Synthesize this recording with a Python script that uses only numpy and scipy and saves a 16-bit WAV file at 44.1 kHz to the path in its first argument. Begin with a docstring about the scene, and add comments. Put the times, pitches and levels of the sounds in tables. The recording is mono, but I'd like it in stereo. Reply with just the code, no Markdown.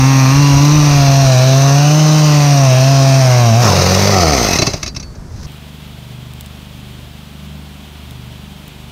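"""Chainsaw and wood stove

A two-stroke chainsaw cuts a log outdoors: exhaust pulses ring its muffler, its chain ticks and squeals,
and its speed sags with the load. It breaks through with a knock, coasts down and stops with a few last
strokes and clanks. Then, abruptly, a quiet spot by a wood stove, where steam hisses and fibres snap.
A small distant engine, probably a generator, drones throughout, heard once the saw no longer masks it."""
import sys
import numpy as np
from scipy import signal
from scipy.fft import rfft, irfft
from scipy.io import wavfile
from scipy.ndimage import uniform_filter1d

SR = 44100
rng = np.random.default_rng(int(sys.argv[2]) if len(sys.argv) > 2 else 0)


def put_to_file(sound):
    """Save the sound as 16-bit audio at rate SR, in the file named by the first command-line argument."""
    columns = np.atleast_2d(sound).T  # one column per channel
    safe = np.clip(columns, -1, 1)
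    whole_steps = np.round(safe * 32767)
    wavfile.write(sys.argv[1], SR, whole_steps.astype(np.int16))


N = 393319
T = np.arange(N) / SR

# Crank speed: it sags as the bar is leaned on; out of the wood it hovers at part throttle, then falls.
# Each row: time in seconds, turns per second.
SPEED_CUTTING = [(0.0, 131.8), (0.02, 131.3), (0.1, 135.3), (0.27, 130.9), (0.41, 144.4), (0.55, 138.9),
                 (0.75, 150.7), (1.09, 137.2), (1.21, 137.1), (1.36, 126.2), (1.59, 136.6), (1.71, 139.2),
                 (1.98, 153.5), (2.16, 153.7), (2.54, 142.0), (2.74, 126.6), (2.9, 137.0), (3.19, 133.6),
                 (3.28, 126.8), (3.41, 120.7), (3.53, 110.8), (3.62, 124.7)]
SPEED_RUN_DOWN = [(3.69, 98), (3.75, 91.8), (3.85, 89.8), (4.115, 102), (4.25, 82), (4.39, 62), (4.58, 36)]
# Muffler response: loaded (from behind, then facing it), firing off load, and coasting unfired.
# Each row: frequency in Hz, gain in dB.
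MUFFLER_BEHIND = [(250, -44), (430, 2), (550, -23), (700, 0), (820, 6.5), (1000, 5.5), (1200, 2.5),
                  (1480, -16), (1900, -8), (2200, -4), (2600, -13), (3400, -33)]
MUFFLER_FACING = [(250, -24), (335, -3.5), (430, -12), (530, -3.5), (590, -2), (650, 6.5), (700, 5),
                  (750, -0.5), (840, -10.5), (930, -11.5), (1080, -6), (1450, -19), (1650, -15),
                  (2000, -20), (2500, -17), (3400, -42.5)]
MUFFLER_FREE = [(70, -22), (200, 1.5), (290, -7.5), (430, 1.5), (560, 5.5), (720, -4.5), (900, -9),
                (1200, -7), (1550, -11), (2500, -11), (3400, -38)]
MUFFLER_COAST = [(70, -15), (200, -2), (430, -3), (540, -6), (720, 10), (820, -3), (970, -13), (1290, 10),
                 (1550, -17), (3400, -27)]
# Pulse of the exhaust port off load. Each row: multiple of the crank speed, relative level in dB.
PORT_ORDERS = [(3, -4.5), (4, 5.5), (5, -1.5), (6, 3), (7, -2), (8, 3), (9, -7), (10, -1), (11, -4),
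               (15, -8.5), (19, -13), (26, -23)]
# The notch that the second harmonic slides through close by. Each row: frequency in Hz, level in dB.
SECOND_NEAR = [(72, -24), (124, -24), (155, -18.5), (200, -18.5), (222, -15.5), (250, -29.5), (268, -21.5),
               (297, -19.5), (308, -19)]
# Spectra of the chain in wood and in air, and of the dull churn of teeth and cooling fan.
# Each row: frequency in Hz, gain in dB.
CHAIN_IN_WOOD = [(820, -26), (1400, -3.5), (2010, -5.5), (2640, -0.5), (2980, -6), (3500, -8.5),
                 (3990, -1.5), (5070, -2), (5900, 3.5), (6460, -1), (7590, -19), (8740, -12), (11200, -35),
                 (12700, -13), (15500, -33)]
CHAIN_IN_AIR = [(820, -24), (1400, -5), (1600, -17), (1800, 0), (2610, -1.5), (3130, -9), (3680, -6.5),
                (3990, -1), (4730, 3), (6270, 2), (7590, -17.5), (8910, -13), (11200, -32.5),
                (12700, -13.5), (15500, -30)]
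CHURN_COLOUR = [(25, -32), (70, -16), (130, 5.5), (220, -7.5), (350, -4), (600, -1), (1100, -1.5),
                (1500, -8.5), (2200, -32)]
# Spectra of the outdoor wash and of buffeting air. Each row: frequency in Hz, gain in dB.
WASH_COLOUR = [(30, -16), (90, -6.5), (200, -2.5), (350, -12), (700, -17), (1500, -21.5), (3000, -33.5),
               (5500, -28), (8000, -35.5), (15000, -46)]
GUST_COLOUR = [(10, -12), (30, -3), (80, 0), (130, -5), (1000, -65)]
# Gusts. Each row: time of the peak in seconds, half width in seconds, level in dB.
GUSTS = [(.01, .04, -23), (.39, 0.049, -18), (.565, .04, -14), (.79, 0.054, -21), (1.0, .15, -23),
         (1.25, .03, -22), (3.9, 0.25, -30), (4.85, 0.8, -31), (5.39, 0.14, -27)]
# Three chain squeals and, in the third row, a short pitched knock as the bar breaks through the log.
# Each row: start in seconds, length in seconds, frequency in Hz, peak level in dB.
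SQUEALS_AND_KNOCK = [(0.297, 0.25, 2744, -27), (2.66, 0.2, 3260, -35), (3.663, 0.066, 1034, -13.5),
                     (4.486, 0.087, 2550, -21)]
# Last strokes. Each row: start in seconds, relative level in dB, further gain of the thump in dB.
CLANKS = [(4.584, -2.5, 3.5), (4.6164, -1, 1), (4.6655, -2.5, 4), (4.732, -10, 4), (4.8273, -7.5, -7.5),
          (4.859, -13, -2.5), (4.8743, -14.5, -30), (4.9454, -24, -17), (4.9605, -14.5, -3),
          (4.996, -21, -13), (5.025, -24.5, -3), (5.1492, -34.5, 8)]
# Spectra of a chain clank and a piston thump. Each row: frequency in Hz, gain in dB.
CLANK_COLOUR = [(530, -37), (900, -15), (1150, 2.5), (1580, -17), (2600, -1), (3130, -15.5), (5260, 0.5),
                (6660, -2), (7580, -42), (8830, -27), (15000, -46)]
THUMP_COLOUR = [(29, -40), (50, -2), (97, 2.5), (309, -4.5), (388, 0), (492, -24), (609, -2), (932, -25),
                (1200, -22), (1560, -44), (2640, -120)]
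# Modes of the bar. Each row: frequency in Hz, relative level in dB, time to fall 60 dB in seconds.
BAR_MODES = [(1170, -14, .03), (2220, 1, .04), (2643, 1, 0.055), (4070, 6.5, 0.059), (4560, 3, .055),
             (4770, 6, 0.026), (5390, 5, 0.026), (5860, 5, 0.044), (6280, 4.5, 0.046)]
# Single notes of the bar that ring on once the chain is slack.
# Each row: start in seconds, frequency in Hz, peak level in dB, time to fall 60 dB in seconds.
BAR_TINGS = [(4.878, 4670, -27, 0.15), (5.03, 4480, -36, 0.36)]
# Envelope of the scuff. Each row: time in seconds, level in dB.
SCUFF_ENVELOPE = [(5.2, -90), (5.33, -48), (5.44, -41), (5.46, -36.5), (5.47, -90)]
# Its spectrum. Each row: frequency in Hz, gain in dB.
SCUFF_COLOUR = [(300, -7), (1000, -1), (3000, -11), (5000, -1), (6300, 0), (7500, -17), (15000, -24)]
# Harmonics of the distant engine. Each row: multiple of the cycle rate, relative level in dB.
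DRONE_ORDERS = [(2, -9), (3, -2), (4, -45), (6, -3), (7, -15), (8, -6.5), (9, -11), (10, -26.5), (11, -39),
                (12, -22), (13, -29), (15, -24)]
# Swells of its fifth order. Each row: time of the peak in seconds, half width in seconds, level in dB.
FIFTH_SWELLS = [(5.5, .15, -38.5), (6.2, 0.31, -33), (6.9, 0.33, -35.5), (8.22, 0.21, -33.5),
                (8.9, 0.22, -40)]
# Spectra of the fire's hiss and snaps. Each row: frequency in Hz, gain in dB.
HISS_COLOUR = [(150, -46.5), (250, 4), (287, 1), (324, -13), (366, 0), (399, -5), (443, -5.5), (500, -13),
               (606, -4), (1810, -10.5), (3260, -4), (5580, -17.5), (8170, -19.5), (10200, -21.5),
               (15800, -20.5)]
SNAP_COLOUR = [(1500, -27), (3300, 6), (4500, -9), (8500, -2), (12000, -7), (16000, -1)]
# Snaps of burning wood. Each row: start in seconds, relative level in dB.
SNAPS = [(5.5189, -29), (6.336, -25), (6.409, -15.5), (6.461, -23), (8.109, -23), (8.6796, -23)]
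# Stereo spread. Each row: frequency in Hz, level of the side signal relative to the mid in dB.
STEREO_WIDTH = [(7000, -87), (10500, -35), (12000, -2.5), (15500, -18)]

WALK_ROUND_S = 1.05  # the listener walks round to the muffler side over this time
APPROACH_S, APPROACH_TAKES_S = 0.73, 0.39  # and steps up close
THROUGH_S, EASE_S, CLEAR_S = 3.6, 0.14, 0.041  # the bar breaks through; times to ease off and clear the wood
TEAR_S, TEAR_HALF_S, TEAR_DB = 3.69, 0.068, -22  # the last fibres tear with a dull rush
SHUT_S, SHUT_TAKES_S = 4.11, 0.041  # the throttle closes
STALL_S, RUN_OUT_S = 4.563, 0.38  # the engine stalls and the chain runs out
STOVE_S = 5.468  # the scene changes to the stove

ROUGH_FAR, ROUGH_CUT, ROUGH_FREE, ROUGH_COAST = 0.15, 0.06, 0.44, 0.19  # unevenness of the burning, 0-1
SKIP_FREE, SKIP_COAST = 0.94, 0.09  # tendency to fire only on every second turn, 0-1
BOOM_DB, BOOM_FREE_DB, BOOM_CORNER_HZ = -8, -13.5, 78  # the fundamental radiates poorly below the corner
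BARK_FAR_DB, BARK_CUT_DB, BARK_FREE_DB, BARK_COAST_DB = -19, -16, -15.5, -13
LUG_HZ, UNLOAD_DB_PER_HZ = 133.4, 0.25  # above this speed the bark softens
LIMP_HZ, LIMP_DB_PER_HZ = 77, 0.15  # below this speed the exhaust puffs weaken
CHAIN_FAR_DB, CHAIN_CUT_DB, CHAIN_FREE_DB, CHAIN_COAST_DB = -20.5, -18.5, -16, -16
BOG_HZ, BOG_DB_PER_HZ = 125, 0.12  # below this speed the chain cuts less
SINK_DB_PER_S = 0.31  # the kerf muffles the chain as the bar sinks in


def amp(db):
    """Amplitude ratio of a level in decibels."""
    return 10 ** (np.asarray(db) / 20)


def unit(x):
    """Normalisation to an rms of 1."""
    return x / np.sqrt(np.mean(x ** 2) + 1e-20)


def steady(x, size=4000):
    """Division by the running rms holds the level at 1 and leaves the fast pulsing."""
    power = uniform_filter1d(uniform_filter1d(x ** 2, size), size // 2)
    return x / np.sqrt(abs(power) + 1e-12)


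def lookup(x, rows):
    """Linear interpolation in a two-column table."""
    return np.interp(x, *np.transpose(rows))


def ramp(start_s, takes_s):
    """Linear transition from 0 to 1."""
    return np.clip((T - start_s) / takes_s, 0, 1)


def staged(values, changes):
    """Interpolation from each value to the next as its 0-1 change comes."""
    out = values[0]
    for value, change in zip(values[1:], changes):
        out = out + (value - out) * change
    return out


def swells(rows):
    """Gain made of Gaussian swells that add in power."""
    return np.sqrt(sum(amp(db) ** 2 * np.exp(-2 * ((T - s) / width) ** 2) for s, width, db in rows))


def blend(a, b, share):
    """Equal-power crossfade from a to b."""
    share = np.clip(share, 0, 1)
    return np.sqrt(1 - share) * a + np.sqrt(share) * b


def add(mix, start_s, sound):
    """Superposition of a sound on the mix."""
    part = mix[round(start_s * SR):][:len(sound)]
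    part += sound[:len(part)]


def wander(hz):
    """Random fluctuation of rms 1: noise low-passed at the given rate."""
    f = np.fft.rfftfreq(N, 1 / SR)
    return unit(irfft(rfft(rng.standard_normal(N)) / (1 + (f / hz) ** 4), N))


def colour(x, points, size=4096):
    """Minimum-phase filter through the given points of frequency and gain."""
    hz, db = np.transpose(points)
    f = abs(np.fft.fftfreq(size, 1 / SR))
    log_gain = np.log(amp(np.interp(np.log(f + 1), np.log(hz + 1), db)))
    response = np.exp(np.conj(signal.hilbert(log_gain)))
    taps = np.fft.ifft(response).real[:size // 2]
    return signal.oaconvolve(x, taps)[:len(x)]


def noise(points):
    """Gaussian noise of rms 1 with the given spectrum."""
    return unit(colour(rng.standard_normal(N), points))


def patchy(x, depth_db, bins=7, frames=40):
    """Random spectral modulation: the colour shifts in slow, narrow patches."""
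    spectra = signal.stft(x, nperseg=1024, noverlap=768)[2]
    field = uniform_filter1d(rng.standard_normal(spectra.shape), bins, axis=0)
    field = unit(uniform_filter1d(field, frames, axis=1))
    return signal.istft(spectra * amp(depth_db * field), nperseg=1024, noverlap=768)[1][:N]


def boom(turns, hz, near, free, skipping, second_far_db=-15.7, burble_db=-6):
    """Periodic firing radiates two low harmonics; period doubling by skipped firings adds order 3/2."""
    angle = 2 * np.pi * turns
    first_db = staged([BOOM_DB, BOOM_FREE_DB], [free]) - 10 * np.log10(1 + (BOOM_CORNER_HZ / hz) ** 7)
    second_db = staged([second_far_db, lookup(2 * hz, SECOND_NEAR)], [near])
    first = amp(first_db + 0.24 * wander(40)) * np.cos(angle - 0.4)
    second = amp(second_db + 1.2 * wander(69)) * np.cos(2 * angle - 1.3)
    burble = skipping * amp(first_db + burble_db + 3.5 * wander(25)) * np.cos(3 * angle / 2)
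    return np.sqrt(2) * (first + second + burble)


def exhaust(turns, bark_db, rough, free, skipping, puff_turns=0.52, port_lag_turns=0.035):
    """Source and filter: one uneven pulse and a puff of gas per turn excite the muffler's resonances."""
    shaky_turns = turns + 0.03 * rough * wander(70)
    count = np.floor(shaky_turns)
    strength = (1 + rough * wander(85)) * (1 + 0.5 * skipping * np.cos(np.pi * turns))
    pulses = np.diff(count, prepend=count[0]) * strength
    puffs = steady((0.28 + np.exp(-(turns % 1) / puff_turns)) * rng.standard_normal(N))
    drive = patchy((1 - rough) * steady(pulses) + rough * puffs, depth_db=2.5)
    behind, facing = unit(colour(drive, MUFFLER_BEHIND)), unit(colour(drive, MUFFLER_FACING))
    loaded = blend(behind, facing, ramp(0, WALK_ROUND_S))
    # Off load the port shapes the pulse, so its spectral pattern falls with the speed.
    cycle, orders = np.linspace(0, 1, 512), np.arange(3, 27)
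    shape = -amp(lookup(orders, PORT_ORDERS)) @ np.cos(2 * np.pi * np.outer(orders, cycle))
    port = unit(np.interp((shaky_turns - port_lag_turns) % 1, cycle, shape) * strength)
    coasting, firing = ((1 - rough) * steady(colour(port, muffler)) + rough * steady(colour(puffs, muffler))
                        for muffler in (MUFFLER_COAST, MUFFLER_FREE))
    unloaded = blend(coasting, firing, skipping)
    return amp(bark_db) * steady(blend(steady(loaded), unloaded, free))


def chain(turns, hz, chain_db, free, links_per_s=5000, slap_hz=54, slap_turns=0.65):
    """Impact noise: links and teeth tick on bar and wood; each turn jerks them, more so at low speed."""
    ticks = rng.standard_normal(N) * (rng.random(N) < links_per_s / SR)
    ticks *= amp(-0.5 * np.minimum(rng.exponential(1, N), 4))
    # The drive train rasps alike on every turn, which gives faint high harmonics.
    pattern = rng.standard_normal(256)
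    rasp = np.interp(turns + 0.0023 * wander(40), np.arange(256) / 256, pattern, period=1)
    jerk_phase = turns + 0.12
    jerk_size = (jerk_phase < 0) * (slap_hz / hz) ** 2 * amp(1.2 * wander(50))
    jerk = jerk_size * np.exp(-(jerk_phase % 1) / slap_turns)
    contact = unit(ticks) + 0.91 * rng.standard_normal(N) + 0.67 * (1 - free) * rasp
    flapping = amp((0.42 + 0.94 * free) * wander(57))  # a free chain flaps unevenly
    drive = patchy(contact * (0.62 + jerk) * flapping, depth_db=1.94)
    in_wood, in_air = unit(colour(drive, CHAIN_IN_WOOD)), unit(colour(drive, CHAIN_IN_AIR))
    return amp(chain_db - 0.45) * steady(blend(in_wood, in_air, free))


def chainsaw(chain_nears_s=1, churn_db=-5, slack_db=-2.5):
    """Forced vibration: one crank drives boom, exhaust and chain, whose levels follow speed and throttle."""
    hz = lookup(T, list(SPEED_CUTTING) + list(SPEED_RUN_DOWN))
    turns = np.cumsum(hz * (1 + 0.002 * wander(25))) / SR
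    turns -= np.interp(CLANKS[0][0], T, turns)  # the last strokes follow on in step
    near = ramp(APPROACH_S, APPROACH_TAKES_S)
    free = ramp(THROUGH_S, EASE_S)
    coast = ramp(SHUT_S, SHUT_TAKES_S)
    rough = staged([ROUGH_FAR, ROUGH_CUT, ROUGH_FREE, ROUGH_COAST], [near, free, coast])
    skipping = free * staged([SKIP_FREE, SKIP_COAST], [coast])

    bark_db = staged([BARK_FAR_DB, BARK_CUT_DB, BARK_FREE_DB, BARK_COAST_DB], [near, free, coast])
    bark_db -= UNLOAD_DB_PER_HZ * np.maximum(hz - LUG_HZ, 0)
    bark_db -= LIMP_DB_PER_HZ * np.maximum(LIMP_HZ - hz, 0)
    bite_db = CHAIN_CUT_DB - SINK_DB_PER_S * T - BOG_DB_PER_HZ * np.maximum(BOG_HZ - hz, 0)
    chain_db = staged([CHAIN_FAR_DB, bite_db, CHAIN_FREE_DB, CHAIN_COAST_DB],
                      [ramp(0, chain_nears_s), ramp(THROUGH_S, CLEAR_S), coast])

    low_orders = boom(turns, hz, near, free, skipping)
    tearing = swells([(TEAR_S, TEAR_HALF_S, TEAR_DB)])
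    churn = (amp(chain_db + churn_db) + tearing) * noise(CHURN_COLOUR)
    engine = low_orders + exhaust(turns, bark_db, rough, free, skipping)
    stalled = ramp(STALL_S, 0.017)
    run_out = (1 - ramp(STALL_S, RUN_OUT_S)) ** 2 * amp(slack_db * stalled)  # unpulled, the chain slackens
    return (1 - stalled) * engine + run_out * (churn + chain(turns, hz, chain_db, free))


def outdoor_air(by_logs_db=-37, by_stove_db=-43):
    """Ambient noise: a low wash and, by the logs, turbulence buffeting a carried microphone."""
    wash, air = noise(WASH_COLOUR), noise(GUST_COLOUR)
    buffet = swells(GUSTS) * amp(1.5 * wander(12)) * air
    return np.where(T < STOVE_S, amp(by_logs_db) * wash + buffet, amp(by_stove_db) * wash)


def squeals_and_knock(waver_hz=35):
    """Frequency-modulated tones: three chain squeals, and a pitched knock as the bar breaks through."""
    out = np.zeros(N)
    for start, length, hz, db in SQUEALS_AND_KNOCK:
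        swell = np.sin(np.pi * ramp(start, length))
        angle = 2 * np.pi * np.cumsum(hz + waver_hz * wander(108)) / SR
        out += amp(db) * swell * np.sin(angle)
    return out


def clanks(rise_s=0.0051, thump_lag_s=0.0037, clank_t60=0.051, thump_t60=0.1,
           clank_db=-10, thump_db=-7, ring_db=-10):
    """Impacts of the slack chain excite the bar's modes; the piston's last compressions thump just after."""
    rattle, thump, tings = np.zeros((3, N))
    t = np.arange(SR // 2) / SR
    attack = np.minimum(t / rise_s, 1)
    for start, db, low_db in CLANKS:
        add(rattle, start, attack * amp(db - 60 * np.maximum(t - rise_s, 0) / clank_t60))
        add(thump, start + thump_lag_s, attack * amp(db + low_db - 60 * t / thump_t60))
    for start, hz, db, t60 in BAR_TINGS:
        add(tings, start, amp(db - 60 * t / t60) * np.sin(2 * np.pi * hz * t))
    links = rng.standard_normal(N)
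    bar = sum(amp(db - 60 * t / t60) * np.sin(2 * np.pi * hz * t) for hz, db, t60 in BAR_MODES)
    ring = amp(ring_db) * signal.oaconvolve(rattle * links, bar / np.linalg.norm(bar))[:N]
    crack = amp(clank_db) * rattle * unit(colour(links, CLANK_COLOUR))
    return crack + ring + tings + amp(thump_db) * thump * noise(THUMP_COLOUR)


def scuff():
    """Friction noise: a soft, bright rub of clothing or boots."""
    return noise(SCUFF_COLOUR) * amp(lookup(T, SCUFF_ENVELOPE) + 2.5 * wander(80))


def distant_engine(cycle_hz=24.88, gain_db=-37.2, waver_db=2.15):
    """Harmonic series of a governed four-stroke: only low orders arrive, each wavering on its way."""
    angle = 2 * np.pi * np.cumsum(cycle_hz * (1 + 0.0028 * wander(5.9))) / SR
    orders = sum(amp(db + waver_db * wander(2.3)) * np.cos(k * angle) for k, db in DRONE_ORDERS)
    fifth = swells(FIFTH_SWELLS) * np.cos(5 * angle)
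    return -np.sqrt(2) * (amp(gain_db) * orders + fifth)


def fire(hiss_db=-40.5, snap_db=-6, snap_t60=0.012, tail_t60=0.05):
    """Flow noise and fracture: steam hisses out of burning wood, and now and then a fibre snaps."""
    hiss = amp(hiss_db + 0.5 * wander(27)) * noise(HISS_COLOUR)
    bursts, t = np.zeros(N), np.arange(SR // 20) / SR
    decay = amp(-60 * t / snap_t60) + 0.07 * amp(-60 * t / tail_t60)
    for start, db in SNAPS:
        add(bursts, start, amp(db) * decay)
    return (T >= STOVE_S) * (hiss + amp(snap_db) * bursts * noise(SNAP_COLOUR))


def scene():
    """The sources superpose in the centre; only the top octave scatters differently to each side."""
    mid = chainsaw() + squeals_and_knock() + clanks() + scuff() + distant_engine() + outdoor_air() + fire()
    scatter = np.sqrt(2) * np.sin(2 * np.pi * np.cumsum(300 * wander(200)) / SR)
    side = colour(mid, STEREO_WIDTH) * scatter
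    return np.array([mid + side, mid - side])


def record(dry):
    """Soft saturation rounds the peaks just under full scale; a low-pass ends the band at 15.7 kHz."""
    rounded = 0.97 * dry / (1 + abs(dry) ** 8) ** (1 / 8)
    low_pass = signal.firwin(511, 15700, window=("kaiser", 9), fs=SR)
    return signal.oaconvolve(rounded, low_pass[None], "same")


dry = scene()
out = record(dry)
put_to_file(out)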